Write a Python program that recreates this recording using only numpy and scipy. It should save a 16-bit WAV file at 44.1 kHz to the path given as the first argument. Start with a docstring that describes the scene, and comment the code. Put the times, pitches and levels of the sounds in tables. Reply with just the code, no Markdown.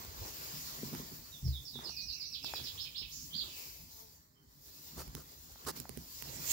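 """Woodland: a small songbird trills, its gliding tones blurred by echoes from trunks and rock; other birds whistle.
A handheld camera's motion makes rustle in a lower and a middle band, cloth noise and hiss, all filtered random
noise, swell and fade, over wind rumble and buffeting with a strength curve of their own.
Fingers tick and scuff its body and soft bumps thump it: damped modes and noise bursts.
A faint insect drones past on a harmonic series."""
import sys
import numpy as np
from scipy import signal
from scipy.fft import rfft, irfft, next_fast_len
from scipy.io import wavfile
from scipy.ndimage import uniform_filter1d, map_coordinates

SR = 44100
rng = np.random.default_rng(int(sys.argv[2]) if len(sys.argv) > 2 else 0)


def convert_level_to_amplitude(level_db):
    """Map a level in decibels to its linear amplitude factor."""
    exponent = np.asarray(level_db, float) / 20
    return 10 ** exponent


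def generate_wav(signal):
    """Clip the signal to [-1, 1] and save it as 16-bit WAV at the path in sys.argv[1]."""
    frames = np.transpose(np.atleast_2d(signal))
    scaled = np.clip(frames, -1, 1) * 32767
    pcm = np.round(scaled).astype(np.int16)
    wavfile.write(sys.argv[1], SR, pcm)


N = 287532

# resonant modes of camera and hand: frequency_hz, t60_s
BODY_MODES = [(70, 0.31), (129, 0.2), (240, 0.046), (380, 0.023), (850, 0.0077), (1300, 0.0035)]
# soft bumps of the hand, relative levels: time_s, boom_db, shudder_db
HAND_BUMPS = [(0.05, -59, -60), (0.541, -61, -52), (.832, -56, -40.5), (.935, -72, -47), (1.0, -72, -46.5),
              (1.121, -56, -53), (1.4294, -36.5, -68), (1.4527, -30, -49), (1.4789, -30.5, -56),
              (1.601, -52.5, -60), (1.761, -56.5, -53.5), (1.894, -54.5, -59), (2.446, -62, -53),
              (2.6, -51.5, -57), (3.25, -61, -55), (3.36, -64, -52), (3.52, -70, -58), (4.429, -75, -65),
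              (4.54, -77, -66), (4.9672, -45, -54.5), (5.08, -51, -64), (5.151, -51, -50), (5.45, -65, -61),
              (5.65, -50, -62), (5.702, -70, -51.5), (5.8, -51.5, -54), (5.895, -51, -55.5),
              (5.972, -48.5, -50), (6.225, -53, -73), (6.281, -52, -53.5), (6.371, -62, -59)]


def unit(x):
    """Normalisation: divides by the root mean square, giving rms 1."""
    return x / np.sqrt(np.mean(x ** 2) + 1e-20)


def along(points, hz):
    """Spectral interpolation: joins (Hz, value) points by straight lines on a log-frequency axis."""
    point_hz, values = np.transpose(points)
    return np.interp(np.log(hz + 1), np.log(point_hz + 1), values)


def curves(rows):
    """Slow control: joins each column after the time by straight lines, one value per sample."""
    times, *columns = np.transpose(rows)
    return [np.interp(np.arange(N) / SR, times, column) for column in columns]


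def wobble(rate):
    """Random modulation: a smooth curve through random knots, rate of them per second."""
    knots = rng.standard_normal(int(N * rate / SR) + 4)
    return map_coordinates(knots, [np.arange(N) * rate / SR])


def sides(pan_db):
    """Level panning: left and right gains pan_db apart, with constant total power."""
    left = convert_level_to_amplitude(pan_db)
    return np.array([left, left ** 0]) * np.sqrt(2 / (1 + left ** 2)) * np.sqrt(2)


def airborne(x):
    """Propagation delay: sound through the air reaches the right port after the left."""
    delay_s = 0.00038
    return np.array([x[0], np.roll(x[1], round(delay_s * SR))])


def swell(s, db, rise, fall):
    """Exponential growth and decay: a gain that peaks at db at time s, with slopes in dB per second."""
    late = np.arange(N) / SR - s
    return convert_level_to_amplitude(db - np.where(late < 0, -rise * late, fall * late))


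def rush(tone, alike, patchy_db):
    """Filtered noise: coloured stereo noise of rms 1, patchy in time and frequency, correlated by alike."""
    hz, _, spectrum = signal.stft(rng.standard_normal((2, N)), SR, nperseg=2048)
    field = rng.standard_normal(spectrum.shape[1:])
    field = uniform_filter1d(field, 20, axis=0)  # across frequency
    field = uniform_filter1d(field, 3, axis=1)  # across time
    gain = convert_level_to_amplitude(along(tone, hz)[:, None] + patchy_db * unit(field))
    a, b = signal.istft(spectrum * gain, nperseg=2048)[1][:, :N]
    turn = np.arccos(np.clip(alike, 0, 1)) / 2
    common, opposed = np.cos(turn) * a, np.sin(turn) * b
    return unit(np.array([common + opposed, common - opposed]))


def rings(db, modes, t):
    """Modal resonance: one blow starts damped sines, each at a slightly random level with a soft onset."""
    total = 0
    for hz, t60 in modes:
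        decay = convert_level_to_amplitude(db + rng.normal(0, 1) - 60 * t / t60)
        onset = 1 - np.exp(-3 * hz * t)
        total = total + decay * np.sin(2 * np.pi * hz * t) * onset
    return total


def echoes(stretch):
    """Diffuse reverberation: a dense crowd of near echoes, then a fainter decay whose rate varies with pitch."""
    # woodland decay: frequency_hz, t60_s before the stretch
    wood_decay = [(2000, 0.97), (4500, 0.43), (8000, 0.56)]
    hz, t, spectrum = signal.stft(rng.standard_normal((2, SR // 3)), SR, nperseg=128)
    build_up = 1 - 0.51 * np.exp(-t / 0.0077)
    near = (1 + 1.22 / (1 + (t / 0.045) ** 6)) * build_up
    decay = convert_level_to_amplitude(-60 * t / (stretch * along(wood_decay, hz)[:, None]))
    tail = signal.istft(spectrum * near * decay, SR, nperseg=128)[1]
    return tail / np.linalg.norm(tail[0]) * np.sqrt(2)


def bird(notes, buzz, direct_db, stretch, pan_db):
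    """Frequency modulation: gliding sines buzz, deeper the wider they glide, each note with fresh echoes."""
    buzz_floor_hz = 249  # added to the glide's width, so that even a level note buzzes
    out = np.zeros((2, N + 2 * SR))
    buzz_hz = 230 * convert_level_to_amplitude(3 * wobble(90))
    quaver = buzz * np.sin(np.cumsum(2 * np.pi * buzz_hz / SR))
    for s, length, *glide, db in notes:
        start = round(s * SR)
        u = np.linspace(0, 1, round(length * SR))
        pitch = np.polyval(np.polyfit([0, 0.5, 1], glide, 2), u)
        pitch = pitch + (np.ptp(glide) + buzz_floor_hz) * quaver[start:][:len(u)]
        envelope = convert_level_to_amplitude(db) * np.sqrt(2) * np.sin(np.pi * u) ** 0.2
        note = envelope * np.sin(2 * np.pi * np.cumsum(pitch) / SR)
        path = echoes(stretch)
        path[:, 0] += convert_level_to_amplitude(direct_db)
        heard = signal.fftconvolve(note[None], path, axes=1)
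        out[:, start:start + heard.shape[1]] += heard
    return out[:, :N] * sides(pan_db)[:, None]


def insect():
    """Harmonic series: a wavering wing-beat drone, its third and fourth partials set strongest."""
    # wing beat before random wavering: time_s, pitch_hz, level_db
    wing_beats = [(2.5, 210, -91), (2.7, 212, -98), (3.4, 241.8, -90), (3.8, 231, -95), (4.04, 219, -70),
                  (4.15, 212.7, -82), (4.55, 196, -84.5), (4.75, 195, -99)]
    hz, db = curves(wing_beats)
    phase = 2 * np.pi * np.cumsum(hz * (1 + 0.01123 * wobble(25))) / SR
    partials = [(1, -4), (2, -4), (3, -1), (4, -2)]  # multiple, level_db
    return sum(convert_level_to_amplitude(db + level + 5.4 * wobble(7)) * np.sin(k * phase) for k, level in partials)


def wind():
    """Low-frequency turbulence: lumpy rumble and shell buffeting, alike in both ports; bumps add shudder."""
    # wind on the ports, relative level: time_s, level_db
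    wind_levels = [(0, -60), (.16, -64), (.56, -63.5), (1.16, -65), (1.43, -67.5), (1.75, -69), (2.01, -65),
                   (2.2, -68), (2.61, -65.5), (3.27, -65), (3.83, -70), (4.05, -72), (4.54, -74),
                   (5.04, -62), (5.43, -70), (5.9, -76), (6.26, -64), (6.41, -57.5), (6.52, -58.5)]
    # noise colours: frequency_hz, relative_level_db
    rumble_tone = [(21, -61), (36, -28), (48, 11), (65, -3.5), (110, -8), (140, -50), (240, -120)]
    buffet_tone = [(59, -43), (100, -12), (151, 7), (188, -6), (247, -1), (291, -5), (400, -18.5),
                   (520, -64), (880, -120)]
    shake_db = 0.5  # the shell's steady shaking over the wind
    rise_db_per_s, fall_db_per_s = 505, 170  # shudder slopes
    wind_db, = curves(wind_levels)
    shudder_power = sum(swell(s, db, rise_db_per_s, fall_db_per_s) ** 2 for s, _, db in HAND_BUMPS)
    rumble_noise = convert_level_to_amplitude(1.1 * wobble(14)) * rush(rumble_tone, alike=1.0, patchy_db=-3.0)
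    rumble = convert_level_to_amplitude(wind_db + 5.5) * unit(rumble_noise)
    buffet_noise = convert_level_to_amplitude(1.93 * wobble(18)) * rush(buffet_tone, alike=0.92, patchy_db=-0.56)
    buffet = np.sqrt(convert_level_to_amplitude(wind_db + shake_db) ** 2 + shudder_power) * unit(buffet_noise)
    return (rumble + buffet) * convert_level_to_amplitude([[-0.7], [0.7]])  # right slightly louder


def motion():
    """Amplitude-modulated noise: rustle, cloth and hiss follow the camera's motion, with bright rubs."""
    # the camera's motion: time_s, strength_db, heaviness_db, left_minus_right_db (last two scaled per layer)
    camera_motion = [(0, -56, 8, -3), (.13, -57.5, 4.5, 1), (.25, -54, 4, 1), (.56, -51.5, 1, 1.5),
                     (.83, -53, 0, 0.5), (.94, -53.5, 4.5, 1), (1.23, -59, 0, -1), (1.72, -60.5, -5, -1),
                     (1.84, -62.5, 14, 2), (1.98, -61.5, -5, -3), (2.27, -65, -1, -2),
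                     (2.42, -62, -2.5, -3), (2.46, -57, 1.5, -4), (2.6, -54, 2, -0.5), (2.89, -61, -1, 3),
                     (3.05, -63.5, -1, 0), (3.11, -57.5, -7, 3), (3.27, -57.5, -6.5, 2),
                     (3.38, -60, 2.5, 1), (3.6, -54, -3, 4.5), (3.85, -60.5, -3.5, 3), (4.01, -60, -3, 3),
                     (4.21, -69.5, 0.5, 1.5), (4.38, -80, 10, -6), (4.52, -70.5, 1, 2),
                     (4.7, -60.5, -3.5, -3), (4.85, -58, -2.5, 3), (5.0, -58.5, 4.5, -2),
                     (5.1, -62.5, 6, 0), (5.45, -61.5, -1, 3), (5.75, -63, 8.5, 0), (5.765, -51.5, 0.5, -7),
                     (5.81, -58, 1.5, -5), (5.87, -66, 6.5, -4), (5.95, -62, 4.5, -4), (6.15, -55, -5.5, 5),
                     (6.3, -54.5, 5, -9), (6.42, -53, 2, -2), (6.52, -47, 0, -8)]
    # brighter rubs by the right port: peak_s, level_db, left_minus_right_db
    rubs = [(6.36, -50.5, -16), (6.52, -33.5, -23)]
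    # noise colours: frequency_hz, relative_level_db
    rustle_tone = [(190, -15), (330, 2), (488, 0), (696, -2.5), (1000, 0.5), (1310, -3.5), (2000, -6),
                   (2600, -21), (4400, -120)]
    # the middle band of the handling rustle: frequency_hz, relative_level_db
    middle_rustle_tone = [(1060, -12), (1800, -6.5), (2370, -1.5), (3300, -1), (3700, -0.5), (4810, -2),
                          (8140, -120)]
    # noise colours: frequency_hz, relative_level_db
    cloth_tone = [(2060, -46), (3500, -9), (4440, -1), (5630, -1), (6550, -2.5), (7180, -1), (7610, -4.5),
                  (8400, -18), (10900, -12.5), (18500, -120)]
    hiss_tone = [(4700, -43), (8000, -3.5), (8500, -5.5), (9000, -5.5), (12000, 5.5), (15000, 11),
                 (15750, 14), (15950, -37)]
    swipe_tone = [(1470, -34), (2500, -20), (2940, -17), (3230, -17), (5340, -16), (7190, -1.5),
                  (9500, -21), (12400, -48), (20900, -120)]
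    still_strength_db = -60  # strength of a quiet hold
    rise_db_per_s, fall_db_per_s, swipe_hiss_db = 235, 600, -4
    flicker_db = 0.9 * wobble(25)  # shared by all layers
    strength_db, heavy_db, turn_db = curves(camera_motion)
    swipe = sum(swell(s, db, rise_db_per_s, fall_db_per_s) * sides(pan_db)[:, None]
                for s, db, pan_db in rubs)
    # colour, still_db, growth with strength, share of heaviness, pan_db, share of turning, correlation,
    # share of the swipes
    layers = [(rustle_tone, -68.5, 1.01, 1.01, -1.5, 0.3, 0.6, 0.03),
              (middle_rustle_tone, -71, 1.4, 0.6, -1.5, 0.4, 0.4, 0.06),
              (cloth_tone, -61, 1.05, 0.1, -6, 0.6, 0.2, 0),
              (hiss_tone, -59.7, 1.01, -0.05, 6.5, 1.01, 0, convert_level_to_amplitude(swipe_hiss_db))]
    out = np.zeros((2, N))
    for tone, still_db, grows, heavy, pan_db, turns, alike, swiped in layers:
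        level_db = still_db + grows * (strength_db - still_strength_db) + heavy * heavy_db
        gain = np.hypot(convert_level_to_amplitude(level_db), swiped * swipe.mean(axis=0))
        noise = airborne(rush(tone, alike, patchy_db=2.18))
        out += convert_level_to_amplitude(flicker_db) * gain * sides(pan_db + turns * turn_db) * noise
    return out + swipe * rush(swipe_tone, alike=0, patchy_db=1.3)


def scuffs():
    """Stick-slip friction: skin slides over the shell, lumpy broad noise under each stroke."""
    # fingers sliding, relative level: start_s, length_s, level_db, left_minus_right_db
    strokes = [(0.93, 0.031, -52.5, -20), (1.803, 0.126, -59, 1.5), (4.969, 0.061, -48, -0.5),
               (5.164, 0.06, -55, -3.5), (5.664, 0.051, -38.5, -4), (5.759, 0.021, -58, 0)]
    # noise colour: frequency_hz, relative_level_db
    scuff_tone = [(120, -49), (200, -1), (423, 5), (598, -8), (1200, -2), (2310, -18.5), (5060, -7),
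                  (9080, -15), (15700, -12.5)]
    gain = np.zeros((2, N))
    for s, length, db, pan_db in strokes:
        u = np.linspace(0, 1, round(length * SR))
        arc = np.sin(np.pi * u ** 0.97) ** 0.4
        gain[:, round(s * SR):][:, :len(u)] += convert_level_to_amplitude(db) * arc * sides(pan_db)[:, None]
    return gain * unit(convert_level_to_amplitude(2.3 * wobble(250)) * rush(scuff_tone, alike=0.54, patchy_db=2.0))


def bumps():
    """Modal resonance: soft bumps of the hand boom in the two lowest modes, alike in both ports."""
    out, t = np.zeros((2, N + SR)), np.arange(SR // 3) / SR
    for s, boom_db, _ in HAND_BUMPS:
        out[:, round(s * SR):][:, :len(t)] += rings(boom_db + 3.5, BODY_MODES[:2], t)
    return out[:, :N]


def taps():
    """Impact excitation: finger taps give a noise tick and ring the upper modes, panned to either port."""
    # finger taps on the camera, relative levels: time_s, tick_db, knock_db, clack_db, left_minus_right_db
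    finger_taps = [(0.0489, -27, -48, -46, 3), (0.2505, -43.5, -50, -46, 6), (0.7876, -42, -49, -67, -5),
                   (0.8317, -51, -34, -51, 3.0), (0.9297, -30, -39.5, -57, 0), (0.95, -22.5, -41.5, -48, 1),
                   (0.9993, -40, -41, -70, 2.5), (1.1205, -40, -46.5, -68, -5), (1.4793, -35, -50, -69, 2),
                   (1.7564, -45, -43, -51.5, -2), (1.7905, -54, -47, -42, 5), (1.896, -56, -75, -46, 9),
                   (2.4455, -19, -48, -37.5, -26), (2.5376, -38, -55, -31.5, 7),
                   (2.5995, -45, -64, -47.5, 3.0), (3.017, -46.5, -52.5, -70, -6),
                   (4.997, -25, -61, -49, 7), (5.0784, -28.5, -54, -54, -19), (5.151, -16, -41.5, -44, -24),
                   (5.5583, -52, -62, -49, -3), (5.6505, -28, -67, -66, -16),
                   (5.801, -14.5, -42.5, -63, -26), (5.8545, -44, -58, -42.5, -1),
                   (5.8933, -18, -40.5, -49, -22), (5.974, -21, -37, -57, -29),
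                   (6.224, -15.5, -52, -46, -32)]
    out, t = np.zeros((2, N + SR)), np.arange(SR // 3) / SR
    _, middle, high = np.split(np.array(BODY_MODES), 3)
    for s, tick_db, knock_db, clack_db, pan_db in finger_taps:
        crack = convert_level_to_amplitude(-60 * t / 0.0045) * rng.standard_normal(len(t))
        tick = convert_level_to_amplitude(tick_db + 0.5) * crack / np.linalg.norm(crack)
        blow = tick + rings(knock_db + 5, middle, t) + rings(clack_db + 7.5, high, t)
        out[:, round(s * SR):][:, :len(t)] += blow * sides(pan_db)[:, None] * 0.67
    return out[:, :N]


def far_birds():
    """Distance by reverberation: downward whistles in a longer echo tail."""
    # far whistles: start_s, length_s, start_hz, end_hz, level_db
    whistles = [(1.87, .06, 2960, 2600, -66), (1.923, 0.088, 2507, 2463, -63),
                (2.077, 0.1, 2770, 2636, -63.5), (2.162, 0.077, 2370, 2250, -70),
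                (2.282, 0.094, 2740, 2470, -71), (2.398, .17, 2705, 2446, -61.5),
                (3.43, .2, 3100, 2300, -64), (4.35, 0.042, 3166, 3030, -81.5),
                (5.528, 0.016, 3210, 3200, -71), (6.134, .023, 5540, 5340, -64),
                (6.222, 0.023, 5330, 5240, -58)]
    notes = [(s, length, start, (start + end) / 2, end, db) for s, length, start, end, db in whistles]
    return bird(notes, buzz=0.28, direct_db=-5, stretch=1.65, pan_db=-3.0)


def songbird():
    """Swept tones in reverberation: the singer's syllables, each of one or more gliding notes."""
    # the song: syllable, start_s, level_db
    song = [("chip", 1.318, -58.5), ("slur", 1.44, -51.5), ("chip", 1.525, -50.5), ("slur", 1.645, -49),
            ("chip", 1.73, -49), ("trill", 1.838, -45), ("trill", 1.956, -43.5), ("trill", 2.07, -42.5),
            ("trill", 2.196, -43), ("drop", 2.316, -44.5), ("drop", 2.425, -44.5), ("drop", 2.533, -44),
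            ("drop", 2.636, -45.5), ("arch", 2.775, -44), ("arch", 2.945, -43.5), ("twitter", 3.106, -50),
            ("close", 3.306, -40)]
    # notes of each syllable: delay_s, length_s, start_hz, middle_hz, end_hz, level_db within the syllable
    syllables = {"chip": [(0, .036, 3850, 3650, 3350, 0.5)],
                 "slur": [(0.0013, 0.036, 5510, 5100, 4200, 0.5)], "trill": [(0, .024, 5310, 4760, 4060, 0),
                 (.034, .026, 4046, 4700, 6190, -2.5), (.054, .042, 5780, 5700, 5540, -12)],
                 "drop": [(0, .038, 5500, 4500, 3070, 0.5)], "arch": [(0, 0.031, 3004, 4180, 5110, -0.5),
                 (.028, 0.017, 4950, 5310, 5150, -2.5), (.048, .036, 5100, 3700, 2400, -6.5)],
                 "twitter": [(0, .03, 4100, 5900, 7300, -0.5), (.033, .03, 7240, 5950, 4500, -2),
                 (.078, .022, 4400, 5700, 6900, -3), (.1, .03, 6800, 5900, 4500, -5)],
                 "close": [(0, 0.019, 3210, 3170, 3210, -12), (.024, 0.025, 3220, 4100, 4600, -3.5),
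                 (.044, .034, 4530, 4795, 4470, 1), (.078, .025, 4480, 4000, 3100, -2)]}
    notes = []
    for name, s, db in song:
        for delay, length, *glide, level in syllables[name]:
            notes.append((s + delay, length, *glide, db + level))
    return bird(notes, buzz=0.096, direct_db=-8, stretch=1, pan_db=-10.0)


def scene():
    """Superposition: insect, wind, motion and handling under the birds."""
    through_air = airborne(insect() + far_birds() + songbird())
    return wind() + motion() + scuffs() + bumps() + taps() + through_air


def low_pass(x):
    """Removes everything above the highest recorded frequency."""
    return signal.sosfilt(signal.butter(12, 16990, fs=SR, output="sos"), x)


def record(dry):
    """Linear filtering: deep bass rolls off, all above 15.8 kHz is cut steeply, and the right port's bass lags."""
    # phase lag of the right port: frequency_hz, lag_rad
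    port_lag = [(40, .6), (150, .55), (500, .3), (1500, 0)]
    low_hz, top_hz, top_cut_db = 37.3, 15800, -30
    size = next_fast_len(N + 8192)
    hz = np.fft.rfftfreq(size, 1 / SR)
    turn = np.exp(-1j * along(port_lag, hz))
    treble = np.where(hz < top_hz, 1, convert_level_to_amplitude(top_cut_db))
    response = treble / (1 + (low_hz / (hz + 1)) ** 6)
    both = irfft(rfft(dry, size) * response * [turn ** 0, turn], size)[:, :N]
    return low_pass(both)


dry = scene()
out = record(dry)
generate_wav(out)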